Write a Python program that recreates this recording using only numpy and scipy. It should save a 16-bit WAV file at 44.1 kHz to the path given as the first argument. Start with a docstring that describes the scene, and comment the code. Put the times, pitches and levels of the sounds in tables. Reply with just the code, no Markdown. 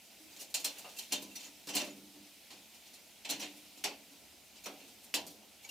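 """A small greenhouse: pruning shears cut twine off the roof wires, a few metres above two microphones.
Snips, scrapes and taps are short noise excitations that ring damped modes of the steel and frame;
the hard panels answer with dense decaying echoes. Sines give sharp ticks, twine crackle and damped tones.
Faint outdoor air and the rustle of hands and sleeves, made of filtered noise, fill the gaps."""
import sys
import numpy as np
from scipy import signal
from scipy.fft import rfft, irfft, next_fast_len
from scipy.io import wavfile
from scipy.ndimage import uniform_filter1d, map_coordinates

SR = 44100
rng = np.random.default_rng(int(sys.argv[2]) if len(sys.argv) > 2 else 0)


def nominal_scale(level):
    """Amplitude ratio for a level in decibels (scalar or array-like)."""
    x = np.asarray(level, float) / 20
    return 10 ** x


def transcribe(signal):
    """Save signal, clipped to [-1, 1], as a 16-bit WAV file at the path in sys.argv[1]."""
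    frames = np.atleast_2d(signal).T
    limited = np.clip(frames, -1, 1)
    pcm = np.round(limited * 32767).astype(np.int16)
    wavfile.write(sys.argv[1], SR, pcm)


N = 251634

# sharp contacts, blade on blade or a parting fibre: (t/s, steel level/dB, brightness/dB,
# frame jolt level/dB, tick starting level before its high-pass/dB)
SNAPS = [(0.364, -57.5, 0.5, -71, -32), (0.5411, -35, 0, -67, -21), (0.644, -35.5, 3, -60.5, -21),
         (0.782, -54, 6.5, -69, -50), (0.889, -59.5, -3, -73, -55), (0.985, -43.5, 1.5, -66, -42),
         (1.1209, -34, -0.5, -48, -30), (1.2194, -53.5, 5.5, -55.5, -39), (1.355, -48, 0, -70, -37),
         (1.67, -50, 0.5, -53.5, -53), (1.751, -37.5, 4.5, -44.5, -17), (1.765, -35.5, -4, -56, -25),
         (1.812, -47.5, -4, -49.5, -33), (2.504, -57.5, -5, -62, -47), (3.248, -48.5, -9, -65, -48),
         (3.298, -38, 1, -51, -34), (3.8389, -35.5, -2, -53, -27), (4.638, -53.5, 0, -73, -43),
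         (4.657, -46.5, -2, -54, -46), (4.802, -65.5, -12, -74, -56), (5.1398, -34, -1, -47, -16),
         (5.266, -54.5, 5.5, -61.5, -30), (5.645, -62, -7, -82, -54), (5.689, -55.5, 4, -73, -50)]
# drawn-out contacts, blades and fingers sliding on twine and wire:
# (t/s, steel level/dB, brightness/dB, frame jolt level/dB)
SCRAPES = [(0.31, -64.5, 2, -71), (0.39, -51.5, 1.5, -69), (0.403, -52, 3.5, -64.5), (0.493, -63, 7, -80),
           (0.589, -50.5, 3, -65), (0.76, -67, -16, -69), (0.962, -54.5, 4, -70), (1.015, -58, 2, -81),
           (1.105, -57, -10.5, -57), (1.39, -54, -4, -75), (1.425, -54, -3, -78), (1.455, -58, -1, -62.5),
           (1.682, -46, -4, -53.5), (1.733, -46.5, -8, -59), (1.791, -45.5, -8.5, -58.5),
           (1.835, -55, 2, -67), (1.859, -57.5, -1, -56.5), (1.96, -70, 7, -58), (2.13, -74, -5, -58.5),
           (2.51, -61, -6, -67), (2.545, -71, -6, -69), (2.734, -62, -1, -90), (2.852, -61.5, -2, -76),
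           (2.93, -58.5, 2, -79), (3.287, -42, -4, -55), (3.31, -50, -9.5, -54.5), (3.392, -47, -2.5, -57),
           (3.412, -47.5, -8, -55), (3.56, -66, 8, -70), (3.77, -60, 0, -64), (4.109, -68, 2, -60),
           (4.553, -62, -5, -78), (4.871, -63, 0, -68), (5.03, -66, 11.5, -76), (5.295, -65, 8, -63),
           (5.621, -63, 2, -84)]


def unit(x):
    """Normalisation: the signal scaled to rms 1."""
    return x / np.sqrt(np.mean(x ** 2) + 1e-20)


def along(points, hz):
    """Logarithmic frequency scale: (f/Hz, value) points joined by straight lines on it."""
    f, value = np.transpose(points)
    return np.interp(np.log(hz + 1), np.log(f + 1), value)


def filtered(x, response):
    """Linear filtering: the spectrum of x multiplied by a response of frequency."""
    size = next_fast_len(x.shape[-1] + 4096)
    spectrum = rfft(x, size) * response(np.fft.rfftfreq(size, 1 / SR))
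    return irfft(spectrum, size)[..., :x.shape[-1]]


def split(x, borders_hz, colour=((1, 0),)):
    """Complementary filters: x, coloured in dB, cut into neighbouring bands that add up."""
    edges = np.reshape([1e-9, *borders_hz, 1e9], (-1, 1, 1))

    def response(hz):
        lowpasses = 1 / (1 + (hz / edges) ** 8)
        return nominal_scale(along(colour, hz)) * np.diff(lowpasses, axis=0)

    return filtered(x, response)


def spread(pair, alike):
    """Interchannel coherence: two unrelated signals, as mid and side, give the wanted left-right likeness."""
    def response(hz):
        angle = np.arccos(np.clip(along(alike, hz), -1, 1)) / 2
        return np.array([np.cos(angle), np.sin(angle)])

    mid, side = filtered(pair, response)
    return np.array([mid + side, mid - side])


def background():
    """Filtered noise: outdoor air through the panels, patchy with the rustle of cloth and twine."""
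    # rustle of hands and sleeves: (t/s, rms level/dB)
    rustle = [(0.0, -61), (0.35, -59.5), (0.57, -62), (0.71, -56.5), (1.35, -59), (1.48, -60), (3.22, -61),
              (3.43, -59), (4.52, -62), (4.79, -60), (5.48, -62.5), (5.7, -61.5)]
    # colour within each band of the air as heard, with a dip at 1.2-1.6 kHz that everything shares: (f/Hz,
    # relative level per Hz/dB)
    air_colour = [(15, -49), (25, -25), (70, -2.5), (130, -10), (212, 1), (466, -7), (663, -2), (893, -6.5),
                  (1200, -16), (1380, -13.5), (1620, -16), (2430, -7), (5790, -10), (14900, -11),
                  (16200, -31)]
    # likeness of left and right as heard in the finished sound, nearly mono at the very top: (f/Hz, likeness)
    air_alike = [(60, 0.49), (130, 0.89), (290, 0.73), (640, 0.64), (1410, 0.82), (3100, 0.76),
                 (6820, 0.52), (15000, 0.93)]
    low_air_db, drift_db, hiss_db = -67.5, 0.54, -65
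    at, rustle_db = np.transpose(rustle)
    rustle_db = np.interp(np.arange(N) / SR, at, rustle_db)
    drift = map_coordinates(rng.standard_normal(30), [4 * np.arange(N) / SR])  # 4 knots a second
    hiss_level = hiss_db + rustle_db - rustle_db.mean()  # the hiss follows the rustle
    levels = low_air_db + drift_db * drift, rustle_db, hiss_level

    z = signal.stft(rng.standard_normal((2, N)), nperseg=512)[2]
    patches = rng.standard_normal(z.shape[1:])
    patches = uniform_filter1d(patches, size=7, axis=0)  # over frequency
    patches = uniform_filter1d(patches, size=8, axis=1)  # over time
    pair = signal.istft(z * nominal_scale(1.2 * unit(patches)), nperseg=512)[1][:, :N]
    air = filtered(spread(pair, air_alike), lambda hz: nominal_scale(along(air_colour, hz)))
    bands = split(air, [1300, 7500])  # low air, rustle, hiss
    return sum(nominal_scale(db) * unit(band) for db, band in zip(levels, bands))


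def pings():
    """Free vibration: single damped tones, many rung by a snap, waver as the echoes interfere."""
    # single tones of spring, wires and panels, many starting with a snap:
    # (t/s, f/Hz, level before rise, decay and wavering/dB)
    single_tones = [(0.199, 311, -49), (.327, 4750, -52), (.546, 4720, -36), (0.647, 2530, -36),
                    (.78, 6800, -63), (0.843, 1223, -49), (.968, 2700, -46), (1.13, 82.6, -60),
                    (1.14, 606, -43), (1.16, 3600, -37), (1.311, 2710, -49), (1.359, 5830, -44),
                    (1.45, 6885, -46.5), (1.81, 597, -36.5), (1.905, 6900, -51), (2.51, 4360, -51),
                    (3.4, 5850, -37.5), (3.846, 410.5, -40), (4.66, 618, -45), (5.045, 9330, -55),
                    (5.142, 2600, -35), (5.146, 630, -41), (5.15, 87.3, -54), (5.2, 174, -50.5),
                    (5.645, 2290, -50), (5.647, 6690, -49), (5.69, 2780, -42.5), (5.691, 5850, -51)]
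    # panel modes that a sharp jolt sets humming: (f/Hz, level over the jolt/dB, rise constant/s, t60/s)
    panel_modes = [(284, 5, .007, 0.18), (623, -8.5, 0.0077, 0.27), (1004, -4, .005, 0.25)]
    rise_cycles = 9.1
    t60_at_1khz_s, longer_power = 0.19, 0.38  # lower tones last longer
    out, t = np.zeros((2, N + SR)), np.arange(SR) / SR
    tones = []
    for at, hz, db in single_tones:
        t60 = t60_at_1khz_s * (1000 / hz) ** longer_power
        tones.append((at, hz, db, rise_cycles / hz, t60))
    for at, _, _, jolt_db, _ in SNAPS:
        for hz, over_db, rise, t60 in panel_modes:
            tones.append((at, hz, jolt_db + over_db, rise, t60))

    for at, hz, db, rise, t60 in tones:
        knots = rng.standard_normal((3, 70))  # 60 a second
        left, right, swell = (map_coordinates(row, [60 * t]) for row in knots)
        shape = nominal_scale(db + 3 * swell - 60 * t / t60) * (1 - np.exp(-t / rise))
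        phase = 2 * np.pi * hz * t + .5 * np.array([left, right])
        out[:, round(at * SR):][:, :SR] += shape * np.sin(phase)
    return out[:, :N]


def band_levels(steel_db, bright_db, jolt_db):
    """Spectral balance: levels of boom, knock, clack, snap and sizzle of one contact in dB."""
    # clack and sizzle relative to the snap at brightness 0: (level/dB)
    edge_db = [-5.5, -3.5]
    knock_share, knock_db = 0.48, -2.5
    clack = steel_db + edge_db[0] - bright_db  # brightness moves level from clack to sizzle
    sizzle = steel_db + edge_db[1] + bright_db
    knock = knock_share * jolt_db + (1 - knock_share) * clack + knock_db
    return [jolt_db, knock, clack, steel_db, sizzle]


def ring(modes, t, scatter_db, detune):
    """Modal superposition: damped modes, each time at new strengths and phases and slightly off pitch."""
    hz, db, t60 = np.transpose(modes)[..., None]
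    luck, shift = rng.standard_normal((2, *hz.shape))
    phase = 2 * np.pi * (hz * (1 + detune * shift) * t + rng.random(hz.shape))
    return (nominal_scale(db + scatter_db * luck - 60 * t / t60) * np.sin(phase)).sum(0)


def echoes(t, build_s=0.00073, hold_s=0.009, early_t60=0.23, late_db=6.0):
    """Reverberation: panel echoes build fast, hold, then decay at an early rate plus one set by frequency."""
    # late decay of the whole house: (f/Hz, t60/s)
    house_decay = [(150, 1), (400, 0.69), (1040, 0.32), (2760, 0.31), (7280, 0.13), (15000, 0.06)]
    # likeness of left and right as heard in the finished sound, mono at the very top: (f/Hz, likeness)
    echo_alike = [(60, 0.58), (130, 0.87), (290, 0.93), (640, 0.97), (1410, 0.68), (3100, 0.63),
                  (6820, 0.7), (15000, 1)]
    walls = rng.standard_normal((2, len(t)))
    # early echoes are sparse and uneven
    walls = walls * nominal_scale(5 * np.exp(-t / .04) * rng.standard_normal(len(t)))
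    hz, at, z = signal.stft(walls, SR, nperseg=256)
    since = np.clip(at - hold_s, 0, None)
    early = nominal_scale(-60 * since / early_t60)
    late = nominal_scale(late_db - 60 * since / along(house_decay, hz)[:, None])
    tail = signal.istft(z * (early + late), SR, nperseg=256)[1][:, :len(t)]
    tail = tail * (1 - np.exp(-t / build_s))
    tail[0, 0] = 20.0  # the direct sound, in the middle
    return spread(tail, echo_alike)


def contacts(table, length, steel_db):
    """Source-filter chain: noise that swells and fades rings the steel, then the frame and echoes."""
    # blades, pivot and spring: (f/Hz, relative level/dB, t60/s)
    steel_modes = [(2290, -17, 0.074), (2708, -10.5, 0.14), (3099, 3.5, 0.029), (3600, -2, 0.061),
                   (4010, -5, 0.03), (4230, -1, 0.049), (4678, -1.5, 0.041), (5280, -22, .045),
                   (5807, 5.5, 0.036), (6450, -6, .045), (6885, 2, 0.041), (7500, 2.5, 0.016),
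                   (8600, -13, 0.036), (10400, 1, 0.034)]
    # roof frame and panels: (f/Hz, relative level/dB, t60/s)
    frame_modes = [(203, -3, 1.2), (287, -2, .9), (312, -5, .6), (432, -11, .45), (608, -5, .25),
                   (716, -9, .2), (870, -11, .2), (1010, -14, .2)]
    # colour within each band of a contact as heard, with a dip at 1.2-1.6 kHz that everything shares: (f/Hz,
    # relative level per Hz/dB)
    snip_colour = [(59, -40), (100, -23.5), (278, -5), (425, -7.5), (840, -3.5), (1210, -13), (1590, -11),
                   (2770, 3), (3420, -3.5), (4240, -1), (4710, -4), (6630, -4.5), (10600, -14),
                   (15200, -15.5), (16200, -51)]
    # borders between boom, knock, clack, snap and sizzle: (f/Hz)
    band_borders = [450, 1500, 4000, 8500]
    # swell of each band, as frame and panels get moving slowly in the low ones: (time constant/s)
    swell_s = [0.004, 0.0062, 0.00038, 0.00056, .0003]
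    out, t = np.zeros((2, N + SR)), np.arange(SR * 3 // 4) / SR
    brief = t[:SR // 10]
    u = brief / length
    for at, band_db in table:
        noise = u * np.exp(-u) * rng.standard_normal(len(u)) * nominal_scale(9 * rng.standard_normal(len(u)))
        spectrum = rfft(noise, 2 * len(u))
        noise = irfft(spectrum / abs(spectrum))[:len(u)]  # flattened, so that the burst favours no pitch

        steel = np.append(1, nominal_scale(steel_db) * ring(steel_modes, brief, scatter_db=3, detune=.006))
        frame = ring(frame_modes, t, scatter_db=4.5, detune=0.0303)
        frame = nominal_scale(-11.0) * (1 - np.exp(-t / 0.0059)) * frame
        answer = echoes(t) + frame
        struck = signal.fftconvolve(noise, steel)
        sound = signal.fftconvolve(struck[None], answer, axes=1)[:, :len(t)]

        bands = split(sound, band_borders, snip_colour)
        bands = bands * (1 - np.exp(-t / np.reshape(swell_s, (-1, 1, 1))))
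        # levels hold for each band's loudest 12 ms
        power = (bands[..., :len(u)] ** 2).mean(1)
        top = uniform_filter1d(power, 530).max(1) ** .5
        out[:, round(at * SR):][:, :len(t)] += np.tensordot(nominal_scale(np.array(band_db)) / top, bands, 1)
    return out[:, :N]


def crackle(count=8):
    """Brittle fracture: fibres of dry twine tick a few times in every scrape, as short decaying sines."""
    spread_s, over_db, centre_hz = .06, 4, 6200
    at, steel_db = np.transpose(SCRAPES)[:2, :, None]
    when, size, pitch = np.moveaxis(rng.random((len(at), 3, count)), 1, 0)
    t = np.arange(64) / SR
    start = nominal_scale(steel_db + over_db - 8 * when + 9 * size).ravel()  # later ticks tend to be weaker
    hz = centre_hz * 2 ** (1.6 * (pitch.reshape(-1, 1) - .5))
    grains = start[:, None] * nominal_scale(-8 * t * hz) * np.sin(2 * np.pi * hz * t)  # 8 dB lost per cycle
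    place = ((at + spread_s * when) * SR).astype(int).reshape(-1, 1) + np.arange(64)
    dry_ticks = np.bincount(place.ravel(), grains.ravel(), N + SR)[:N]
    return signal.sosfilt(signal.butter(3, 1500, "high", fs=SR, output="sos"), dry_ticks)


def ticks():
    """Direct sound: a tick of a few fast-dying cycles of steel without bass, alike in both microphones."""
    tick_hz, octaves_per_db, lag_s = 4600, 0.85, 0.00091  # a brighter contact ticks higher
    out, t = np.zeros(N + SR), np.arange(SR // 100) / SR
    for at, _, bright_db, _, db in SNAPS:
        hz = np.clip(tick_hz * 2 ** (octaves_per_db * bright_db), 2300, 7400)
        fade = nominal_scale(db - 60 * t * hz / 6.6)  # 60 dB lost in 6.6 cycles
        out[round((at + lag_s) * SR):][:len(t)] += fade * np.sin(2 * np.pi * hz * t)
    return signal.sosfilt(signal.butter(3, 1500, "high", fs=SR, output="sos"), out[:N])


def scene():
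    """Linear superposition: air, pings, shears, crackle and ticks add up."""
    # handle against wire: (t/s, level/dB that the shape below offsets)
    knocks = [(0.5412, -52), (0.644, -50.5), (0.76, -60), (0.843, -50.5), (3.249, -58), (3.8388, -41.5),
              (4.657, -47), (5.645, -63.5), (5.69, -61)]
    # boom, knock, clack, snap and sizzle of a hollow knock: (relative level/dB)
    knock_shape = [-17.5, -2, -3, -30, -40]
    scrapes = [(at, band_levels(*row)) for at, *row in SCRAPES]
    sharp = [(at, band_levels(*row[:3])) for at, *row in SNAPS]
    sharp += [(at, db + np.array(knock_shape)) for at, db in knocks]
    shears = contacts(scrapes, length=.006, steel_db=-41) + contacts(sharp, length=.0005, steel_db=-41)
    return background() + pings() + shears + crackle() + ticks()


def band_limit(x):
    """A steep low-pass at the top of the band."""
    return signal.sosfilt(signal.butter(12, 16960, fs=SR, output="sos"), x)


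def record(dry):
    """Linear filtering: the two microphones differ a little in colour; a low-pass then removes the top."""
    # colour difference of the microphones: (f/Hz, left over right level/dB)
    lean = [(60, -1), (150, -1), (380, -0.5), (950, -1), (2380, -0.5), (5980, -0.5), (15000, -1)]
    lowpass_hz = 16700

    def response(hz):
        halves = np.array([[.5], [-.5]])  # half of the difference to each side
        return nominal_scale(along(lean, hz) * halves) * (hz < lowpass_hz)

    return band_limit(filtered(dry, response))


dry = scene()
out = record(dry)
transcribe(out)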